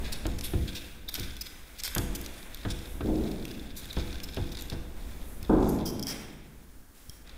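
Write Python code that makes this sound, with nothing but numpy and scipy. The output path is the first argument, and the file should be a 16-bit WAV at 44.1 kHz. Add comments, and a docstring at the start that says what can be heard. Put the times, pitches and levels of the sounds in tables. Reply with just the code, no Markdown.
"""A bare, echoing classroom heard by one microphone; distance is fixed, so the tables alone set levels.
From the start, felt hisses over a whiteboard in strokes, sticking and slipping in ticks, creaks and squeaks,
with thumps where strokes turn. Near 3 s a hard push rattles the board on the wall with a long boom, and near
5.5 s another does, just after a soft nudge. From 5.75 s the slips ring the stiff top corner, then light wipes
and a last nudge end it. Filtered noise makes felt and air, resonances the slips, decaying modes the board."""
import sys
import numpy as np
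from scipy import signal
from scipy.fft import rfft, irfft, next_fast_len
from scipy.io import wavfile

SR = 44100
rng = np.random.default_rng(int(sys.argv[2]) if len(sys.argv) > 2 else 0)


def materialize(psi):
    """Save the field psi as 16-bit PCM at rate SR to the path in sys.argv[1].

    A 1-D psi becomes a single channel; in a 2-D psi each row is a channel.
    """
    bounded = np.clip(np.atleast_2d(psi).T, -1, 1)
    quanta = np.round(bounded * 32767).astype(np.int16)
    wavfile.write(sys.argv[1], SR, quanta)


N = 325017
TIME = np.arange(N) / SR
STEPS = TIME[::100]  # coarse times for the stroke envelopes
EDGE_HZ = 15650  # upper edge of the recorder's band

# wiping strokes, levels before each layer's trim:
# (time [s], length [s], rub [dB], fine hiss [dB], grit [dB])
STROKES = [(0, 0.04, -46.5, -68, -44.5), (0.405, 0.46, -53, -52, -50), (1.111, 0.084, -56, -47.5, -45.5),
           (1.423, 0.36, -54.5, -54.5, -73), (1.758, 0.13, -61, -58, -47.5), (2.102, 0.72, -49.5, -56, -53),
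           (3.03, 0.58, -54.5, -55, -52), (3.752, 0.37, -51.5, -54, -47.5), (4.26, 0.27, -60, -59, -48.5),
           (4.958, 0.25, -54, -56.5, -57), (5.4, 0.6, -54, -64, -56), (6.058, 0.051, -41, -48, -62),
           (6.425, 0.7, -75.5, -60, -82), (6.936, .2, -63, -55, -72), (7.242, 0.041, -53.5, -60.5, -58)]
ATTACK_S, RELEASE_S, HISS_RELEASE_S = 0.01, 0.2, 0.17  # the hand speeds up, and the stroke dies away
# colour of the sliding felt: (frequency [Hz], density [dB per Hz])
FELT_COLOUR = [(150, -1), (500, 9.5), (1100, 3), (1600, 7.5), (1900, 7.5), (2300, 8.5), (2900, 2),
               (3600, 4), (4800, -8.5), (6500, -9), (9000, -5.5), (15000, -55)]
# colour of the fine hiss: (frequency [Hz], density [dB per Hz])
HISS_COLOUR = [(3000, 5), (6000, 6.5), (8000, 6), (9700, 7.5), (11200, 6.5), (12700, 5), (15500, 8.5)]
# the felt skims lightly on a fast return: (middle time [s], level [dB], centre [Hz])
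SKIMS = [(2.4, -56, 9700), (2.92, -55, 11200), (5.32, -55.5, 10800), (5.702, -52.5, 6600)]
SKIM_S, SKIM_SKIRT_DB = 0.065, 16  # spread of the swell, and the fall an octave from the centre

# the loudest single slips, level before the trim in ticks():
# (time [s], level [dB], brightness [dB per octave])
TICKS = [(0.2667, -27, 2), (0.41, -27, 1.5), (1.1416, -21, 8), (1.197, -25, 8), (1.367, -34, 1),
         (1.836, -20.5, 3.5), (1.8783, -23.5, 3), (1.95, -18, 4), (1.982, -17.5, 3.5), (2.2134, -31, 11),
         (2.262, -28, 1.5), (2.546, -29, 4), (3.453, -29, 0.5), (3.514, -34, -6), (3.856, -35, 2),
         (4.128, -33.5, -10), (4.156, -34.5, -7), (4.202, -32, -4), (4.47, -44, 7), (4.5522, -35, -2),
         (4.571, -31, -2), (4.61, -34, 7), (4.622, -30, 3), (4.6996, -26.5, 0), (5.4288, -33.5, 4),
         (5.9953, -28.5, 0), (6.027, -23.5, -0.5), (6.0352, -26, -2), (6.0693, -22, 0.5),
         (7.0958, -31.5, 2)]
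# faint slips while the felt slides: chances per second, level and spread against the grit of STROKES
STRAYS_PER_S, STRAY_DB, STRAY_SPREAD_DB = 2.7, 7, 2
# runs of stick and slip: (time [s], length [s], slip rate [per s], level [dB], brightness [dB per octave])
CREAKS = [(0.041, 0.05, 460, -45.5, -6), (0.121, 0.021, 910, -36, 2), (0.384, 0.0128, 530, -42.5, 0),
          (0.437, 0.039, 410, -38.5, 5.5), (.676, 0.025, 270, -41, -1.5), (0.749, 0.04, 660, -40, 0),
          (1.086, 0.014, 750, -36.5, 4), (1.147, 0.019, 293, -36, 1.5), (1.409, 0.017, 1120, -37.5, 6),
          (1.462, 0.015, 286, -43.5, 2), (1.784, 0.024, 780, -45, 0), (1.797, 0.014, 360, -40.5, 2.5),
          (1.841, 0.034, 380, -35, 3), (2.148, 0.019, 920, -38, 3.5), (2.7, .025, 760, -39.5, 1),
          (3.763, 0.047, 770, -44.5, 4.5), (4.232, 0.018, 1100, -43, 5), (4.517, 0.016, 1100, -47, 1),
          (4.585, 0.021, 940, -45, 0), (5.687, 0.018, 250, -42, 10), (5.853, 0.058, 305, -39.5, 2.5),
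          (6.075, 0.056, 530, -38, 0)]
CREAK_GLIDE, CREAK_GROWTH_DB = 0.62, 1  # slip rate at the end over that at the start; gain added over a run
# on the face a tighter grip slips faster and rings higher: slip rate at unshifted ring, exponent
GRIP_HZ, GRIP_STIFFENS = 556, 0.11
# squeaks: (time [s], length [s], first pitch [Hz], last pitch [Hz], level [dB])
SQUEAKS = [(1.08, 0.013, 3850, 3550, -40), (1.408, .014, 4940, 5190, -39), (3.905, 0.01, 3880, 3590, -39),
           (4.235, 0.013, 5120, 5300, -43), (6.099, 0.03, 5750, 5060, -42.5)]
SQUEAK_ROUGH = 0.03  # pitch jitter as a fraction

# ring of the duster flat on the board, at unit stiffness: (frequency [Hz], width [Hz], gain [dB])
FACE_RING = [(1647, 210, -0.5), (2480, 1150, 1.5), (3574, 600, 7.5), (4360, 2250, 4.5), (5500, 880, 0.5),
             (6590, 340, -2), (7330, 5100, -4), (9770, 840, -3.5), (12450, 4400, -9), (13200, 2400, -5.5),
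             (14600, 1000, -14)]
# its ring on the board's stiff top corner: (frequency [Hz], width [Hz], gain [dB])
CORNER_RING = [(3229, 190, 4.5), (5030, 513, 2.5), (5430, 945, 8.5), (7970, 1100, -5), (9700, 1500, -3),
               (12400, 1800, -9), (14300, 2100, -4.5)]
CORNER_S = 5.75  # ticks and creaks after this time are at the corner
# colour of the board's skin singing on after each slip: (frequency [Hz], density [dB per Hz])
SKIN_COLOUR = [(1450, 8.5), (1900, 6), (2650, 6), (3720, 4), (4200, -3), (6500, 2.5), (11000, 6.5),
               (12500, 10), (15500, -2)]

# the duster lands or turns: (time [s], level [dB], hardness as upper edge [Hz])
THUMPS = [(.254, -34, 910), (.535, -32.5, 510), (1.178, -42, 490), (1.963, -32.5, 1540),
          (2.65, -34.5, 1260), (3.007, -37, 1135), (3.968, -33.5, 927), (4.371, -35, 940),
          (4.72, -39.5, 895)]
# colour of the panel giving way: (frequency [Hz], density [dB per Hz])
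PUSH_COLOUR = [(10, 1.5), (25, -1), (60, 2.5), (100, -1.5), (140, -6), (500, -53), (4000, -110)]
PUSH_DB, PUSH_FALL_DB = 3.5, 2  # push against a thump of 900 Hz hardness, and its loss per octave harder
# colour of the duster's hard back: (frequency [Hz], density [dB per Hz])
CLACK_COLOUR = [(200, -8), (600, 5.0), (1650, -1), (3500, 4.5), (7000, -28), (15000, -45)]
# the hand nudges the panel: (time [s], peak level [dB])
NUDGES = [(5.429, -30.5), (7.096, -34.5)]
# the board knocks on the wall: (time [s], level [dB], hardness as upper edge [Hz])
KNOCKS = [(3.045, -29.5, 644), (3.084, -27, 730), (3.116, -32.5, 724), (3.154, -32.5, 516),
          (5.495, -19.5, 1060), (5.515, -30, 1070), (5.533, -23, 980), (5.589, -27, 800)]
CONTACT_DB, CONTACT_HZ, CONTACT_S = 8.5, 312, 0.0025  # each knock opens with one hard swing of the panel
# modes of the board, relative: (frequency [Hz], t60 [s], bumped on the face [dB], knocking on the wall [dB])
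BOARD_MODES = [(44.1, 0.93, -11, 5), (66.2, 1.7, -8.5, 3), (155.85, 1.5, -11, -8), (192.6, 0.83, 4.5, -8),
               (210.6, 1.65, -34, 0.5), (223, 1.24, -4, 7), (276.6, 1.23, -0.5, -13), (313.6, 0.8, -22, 6),
               (327, 1.08, 0, -13), (357.4, 1.1, -3.5, -10), (371.5, 1.26, -23, 0), (490, 1.14, -3.5, -15),
               (676, 1.25, -10.5, -20), (697, 0.84, -35, -7), (853, 1.3, -14, -25), (1020, 1.4, -30, -11)]
# colour of the board's dense wash: (frequency [Hz], density [dB per Hz])
PANEL_COLOUR = [(25, -25), (85, -8), (165, -4.5), (300, -1.5), (420, -6.5), (560, -13), (800, -13),
                (1150, -17), (1600, -9), (3000, -33), (8000, -15.5), (15000, -42)]

# decay of the classroom: (frequency [Hz], t60 [s])
ROOM_DECAY = [(50, 2.82), (300, 1.595), (1100, 1.61), (3500, 0.76), (7000, 0.64), (14000, 0.29)]
# the panel sways under the hand, before the trim in sway(): (time [s], level [dB])
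SWAY = [(0.0, -38), (0.57, -45), (0.82, -50), (1.29, -50.5), (1.7, -57), (2.13, -41.5), (2.44, -50.5),
        (3.26, -39.5), (3.37, -46), (3.8, -49.5), (4.27, -44), (5.11, -44), (5.65, -44), (5.95, -52.5),
        (6.98, -60), (7.37, -52)]
# colour of the swaying rumble: (frequency [Hz], density [dB per Hz])
SWAY_COLOUR = [(10, 6.5), (30, 2), (65, 2), (85, -10), (130, -14.5), (230, -13.5), (380, -20), (600, -23.5),
               (1200, -31.5), (4000, -41.5)]
# colour of the room's air: (frequency [Hz], density [dB per Hz])
AIR_COLOUR = [(50, 6), (120, -5), (280, 4.5), (550, -15.5), (1600, -8.5), (6000, -53), (16000, -18)]


def rubbing(rub_db=-4, hiss_db=-1, grit_db=-4.5, clump_db=3.5):
    """Felt slides with a steady hiss, and grit comes in clumps where it drags."""
    flutter = amp(0.7 * wander(45, N))
    rub = amp(rub_db) * effort("rub", RELEASE_S) * noise(FELT_COLOUR, N)
    hiss = amp(hiss_db) * effort("hiss", HISS_RELEASE_S) * noise(HISS_COLOUR, N)
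    clumps = amp(grit_db + clump_db * wander(30, N))
    catching = clumps * effort("grit", RELEASE_S) * grit()
    return flutter * (rub + hiss) + classroom(catching)


def effort(column, release_s):
    """Gain of one layer over time: every stroke is an attack, a hold and a release."""
    strokes = np.array(STROKES)
    t = np.maximum(STEPS[:, None] - strokes[:, 0], 0)
    attack = 1 - np.exp(-t / ATTACK_S)
    release = np.exp(-np.maximum(t - strokes[:, 1], 0) / release_s)
    level = amp(strokes[:, {"rub": 2, "hiss": 3, "grit": 4}[column]])
    loudest = (level * attack * release).max(1)
    return np.interp(TIME, STEPS, loudest)


def grit(catches_per_s=260, bright_db=-3, skin_db=-7):
    """Tufts of felt catch at random, ringing the duster and the board's skin near 3.7 kHz."""
    strength = amp(5 * np.minimum(rng.exponential(1, N), 2.5))
    catches = (rng.random(N) < catches_per_s / SR) * strength
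    duster = unit(slip(0, catches, bright_db, stiffness=0.93, scatter=0.8)[:N])
    skin = unit(signal.oaconvolve(catches, wavelet(3650, 690))[:N])
    return unit(duster + amp(skin_db) * skin)


def skims():
    """Barely touching, the felt gives a thin swish that swells and fades."""
    out = np.zeros(N)
    for s, db, hz in SKIMS:
        swell = np.exp(-((TIME - s) / SKIM_S) ** 2 / 2)
        colour = [(hz / 10, -10 * SKIM_SKIRT_DB), (hz / 2, -SKIM_SKIRT_DB), (hz, 0), (hz * 2, -SKIM_SKIRT_DB)]
        out += amp(db) * swell * noise(colour, N)
    return out


def slip(s, force, bright_db, stiffness=1, spread_s=0.0031, scatter=0.1):
    """Each slip is a snap, then a short scatter of fibres letting go; both ring the duster."""
    snaps = np.pad(force, (0, SR // 100))
    letting_go = signal.lfilter([1], [1, -np.exp(-1 / (spread_s * SR))], snaps)
    fibres = letting_go * rng.standard_normal(len(snaps))
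    ring = CORNER_RING if s > CORNER_S else FACE_RING
    # brightness tips the resonances about 6 kHz
    body = sum(amp(db + bright_db * np.log2(hz / 6000)) * wavelet(hz * stiffness, width)
               for hz, width, db in ring)
    return signal.fftconvolve(snaps + scatter * fibres, body)


def tick(s, db, bright_db, length_s=0.0025):
    """A lone slip, where the felt catches once; its energy is that of length_s at the given level."""
    sound = slip(s, np.ones(1), bright_db, spread_s=0.0022, scatter=0.22)
    return amp(db) * sound * np.sqrt(length_s * SR / np.sum(sound ** 2))


def ticks(gain_db=-7, stray_bright_db=2):
    """The loud slips, and faint ones at random wherever the felt slides on the board's face."""
    out, grip = np.zeros(N), effort("grit", RELEASE_S)
    for s, db, bright_db in TICKS:
        add(out, s, tick(s, db + gain_db, bright_db))
    for place, size in rng.random((int(STRAYS_PER_S * CORNER_S), 2)):
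        s = place * CORNER_S
        db = STRAY_DB + STRAY_SPREAD_DB * (2 * size - 1)
        add(out, s, grip[int(s * SR)] * tick(s, db, stray_bright_db))
    return out


def creaks(uneven_db=0.5):
    """The felt sticks and slips hundreds of times a second, unevenly, slowing as the grip lets go."""
    out = np.zeros(N)
    for s, length, rate, db, bright_db in CREAKS:
        u = np.linspace(0, 1, max(int(length * SR), 64))
        slips_per_s = rate * CREAK_GLIDE ** (u - 0.5) * np.exp(0.12 * wander(500, len(u)))
        turns = np.cumsum(slips_per_s) / SR
        snaps = np.diff(np.floor(turns), prepend=-1)  # one snap per whole turn
        # the grip tightens and lets go over the run
        grip = amp(uneven_db * wander(420, len(u)) + CREAK_GROWTH_DB * u) * (0.5 + np.sin(np.pi * u ** 0.5))
        stiffness = 1 if s > CORNER_S else (rate / GRIP_HZ) ** GRIP_STIFFENS
        sound = slip(s, snaps * grip, bright_db, stiffness, spread_s=0.0009, scatter=0.13)
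        sound = disperse(sound, width_hz=700, count=12)
        add(out, s, amp(db) * sound * np.sqrt(len(u) / np.sum(sound ** 2)))
    return out


def disperse(x, width_hz, count):
    """The duster's body delays some pitches more than others, smearing each snap over a few milliseconds."""
    r = np.exp(-np.pi * width_hz / SR)
    hz = EDGE_HZ * rng.random(count) ** 1.5
    turn = -2 * r * np.cos(2 * np.pi * hz / SR)
    return signal.sosfilt([[r * r, c, 1, 1, c, r * r] for c in turn], x)  # all-pass sections


def squeaks(uneven_db=2):
    """The slips lock onto one ring of the duster: a hoarse, gliding squeak."""
    out = np.zeros(N)
    for s, length, first_hz, last_hz, db in SQUEAKS:
        u = np.linspace(0, 1, int(length * SR))
        hz = first_hz * (last_hz / first_hz) ** u * np.exp(SQUEAK_ROUGH * wander(1500, len(u)))
        phase = 2 * np.pi * np.cumsum(hz) / SR
        grip = np.sin(np.pi * u) ** 0.5 * amp(uneven_db * wander(GRIP_HZ, len(u)))
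        add(out, s, amp(db) * unit(grip * np.sin(phase)))
    return out


def thumps(push_s=0.084, rise_s=0.0057):
    """The duster bumps the board, and the panel gives way with a low push, strongest under a soft blow."""
    out, t = np.zeros(N), np.arange(SR // 2) / SR
    for s, db, edge_hz in THUMPS:
        answer = board("face", modes_db=3.5, early_db=16.5, early_s=0.024)
        add(out, s, strike(answer, db, edge_hz, order=2))
        add(out, s, amp(db) * soften(clack(), edge_hz * 4, order=1))
        push = noise(PUSH_COLOUR, len(t)) * np.exp(-t / push_s) * (1 - np.exp(-t / rise_s))
        push_db = db + PUSH_DB - PUSH_FALL_DB * np.log2(edge_hz / 900)
        add(out, s, amp(push_db) * push / np.std(push[:SR // 20]))
    return out


def clack(clack_db=-2, ring_s=0.0081):
    """The duster's hard back knocks briefly as it lands."""
    t = np.arange(SR // 10) / SR
    return amp(clack_db) * noise(CLACK_COLOUR, len(t)) * np.exp(-t / ring_s)


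def knocks():
    """The board bounces on the wall behind it: a hard swing, then the boom."""
    out, answer = np.zeros(N), board("wall", modes_db=-9.0, early_db=-4, early_s=0.017)
    t = np.arange(SR // 20) / SR
    swing = amp(CONTACT_DB) * np.sin(2 * np.pi * CONTACT_HZ * t) * np.exp(-(t / CONTACT_S) ** 2)
    for s, db, edge_hz in KNOCKS:
        add(out, s, strike(answer, db, edge_hz, order=5))
        add(out, s, amp(db) * soften(swing, edge_hz, order=4))
    return out


def board(place, modes_db, early_db, early_s):
    """The board answers a blow with clear modes over a dense wash that lingers in the room."""
    t = np.arange(2 * SR) / SR
    wash = die_away(noise(PANEL_COLOUR, len(t))) * (1 + amp(early_db) * np.exp(-t / early_s))
    modes = np.zeros(len(t))
    for k, (hz, t60, face_db, wall_db) in enumerate(BOARD_MODES):
        db = face_db if place == "face" else wall_db
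        sign = (-1) ** (k // 2)
        modes += sign * amp(db - 60 * t / t60) * np.sin(2 * np.pi * hz * t)
    return wash + amp(modes_db) * modes


def strike(answer, db, edge_hz, order):
    """One blow of a given hardness, its level taken over the first 40 ms."""
    sound = soften(answer, edge_hz, order=order)
    return amp(db) * sound / np.std(sound[:SR // 25])


def soften(x, edge_hz, order):
    """A soft contact leaves out the high modes."""
    return signal.sosfilt(signal.butter(order, min(edge_hz, SR / 3), fs=SR, output="sos"), x)


def nudges(width_s=0.0022):
    """A soft, dead bump: the panel gives once and comes back without ringing."""
    out = np.zeros(N)
    for s, db in NUDGES:
        u = (TIME - s) / width_s
        out += amp(db) * (1 - u ** 2) * np.exp(-abs(u))
    return out


def sway(gain_db=6):
    """The loose panel rumbles under the moving hand."""
    return amp(np.interp(TIME, *np.transpose(SWAY)) + gain_db) * noise(SWAY_COLOUR, N)


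def classroom(x, wet_db=-5.0, delay_s=0.0013, build_s=0.023):
    """The board's skin and the hard walls keep each slip ringing as a dense tail."""
    t = np.arange(SR) / SR
    build_up = 1 - np.exp(-np.maximum(t - delay_s, 0) / build_s)
    tail = die_away(noise(SKIN_COLOUR, len(t))) * build_up
    return x + amp(wet_db) * signal.fftconvolve(x, tail / np.linalg.norm(tail))[:N]


def die_away(x):
    """Each band fades at the rate of the room."""
    hz, t, z = signal.stft(x, SR, nperseg=512)
    fade = amp(-60 * t / read(ROOM_DECAY, hz)[:, None])
    return signal.istft(z * fade, SR, nperseg=512)[1][:len(x)]


def room_air():
    """The quiet air of the classroom: steady coloured noise."""
    return amp(-59.5) * noise(AIR_COLOUR, N)


def wavelet(hz, width):
    """A resonance that swells and dies within milliseconds, of equal peak gain at any width."""
    t = np.arange(700) / SR
    return width ** 2 * t * np.exp(-np.pi * width * t) * np.cos(2 * np.pi * (hz * t + rng.random()))


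def noise(colour, size):
    """Noise of a given colour, rms 1."""
    n = next_fast_len(size)
    gain = amp(read(colour, np.fft.rfftfreq(n, 1 / SR)))
    return unit(irfft(rfft(rng.standard_normal(n)) * gain, n)[:size])


def wander(per_s, size):
    """Slow chance, straight lines between random knots, rms about 1."""
    knots = rng.standard_normal(4000)
    return np.interp(np.arange(size) / SR * per_s, np.arange(len(knots)), knots) * np.sqrt(3 / 2)


def read(points, hz):
    """Reads a table on a log-frequency axis."""
    f, value = np.transpose(points)
    return np.interp(np.log(hz + 1), np.log(f + 1), value)


def amp(db):
    """Decibels to gain."""
    return 10 ** (np.asarray(db) / 20)


def unit(x):
    """Scales to rms 1."""
    return x / np.sqrt(np.mean(x ** 2) + 1e-20)


def add(mix, s, sound):
    """Mixes a sound in at time s."""
    part = mix[max(round(s * SR), 0):][:len(sound)]
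    part += sound[:len(part)]


def scene():
    """Duster, board and the quiet air of the room, in one channel."""
    slips = classroom(ticks() + creaks() + squeaks())
    felt = rubbing() + skims()
    panel = thumps() + knocks() + nudges() + sway()
    return (felt + slips + panel + room_air())[None]


def record(dry):
    """The recorder's band limit."""
    low_pass = signal.firwin(511, EDGE_HZ, window=("kaiser", 9), fs=SR)
    return signal.oaconvolve(dry, low_pass[None], "same")


dry = scene()
out = record(dry)
materialize(out)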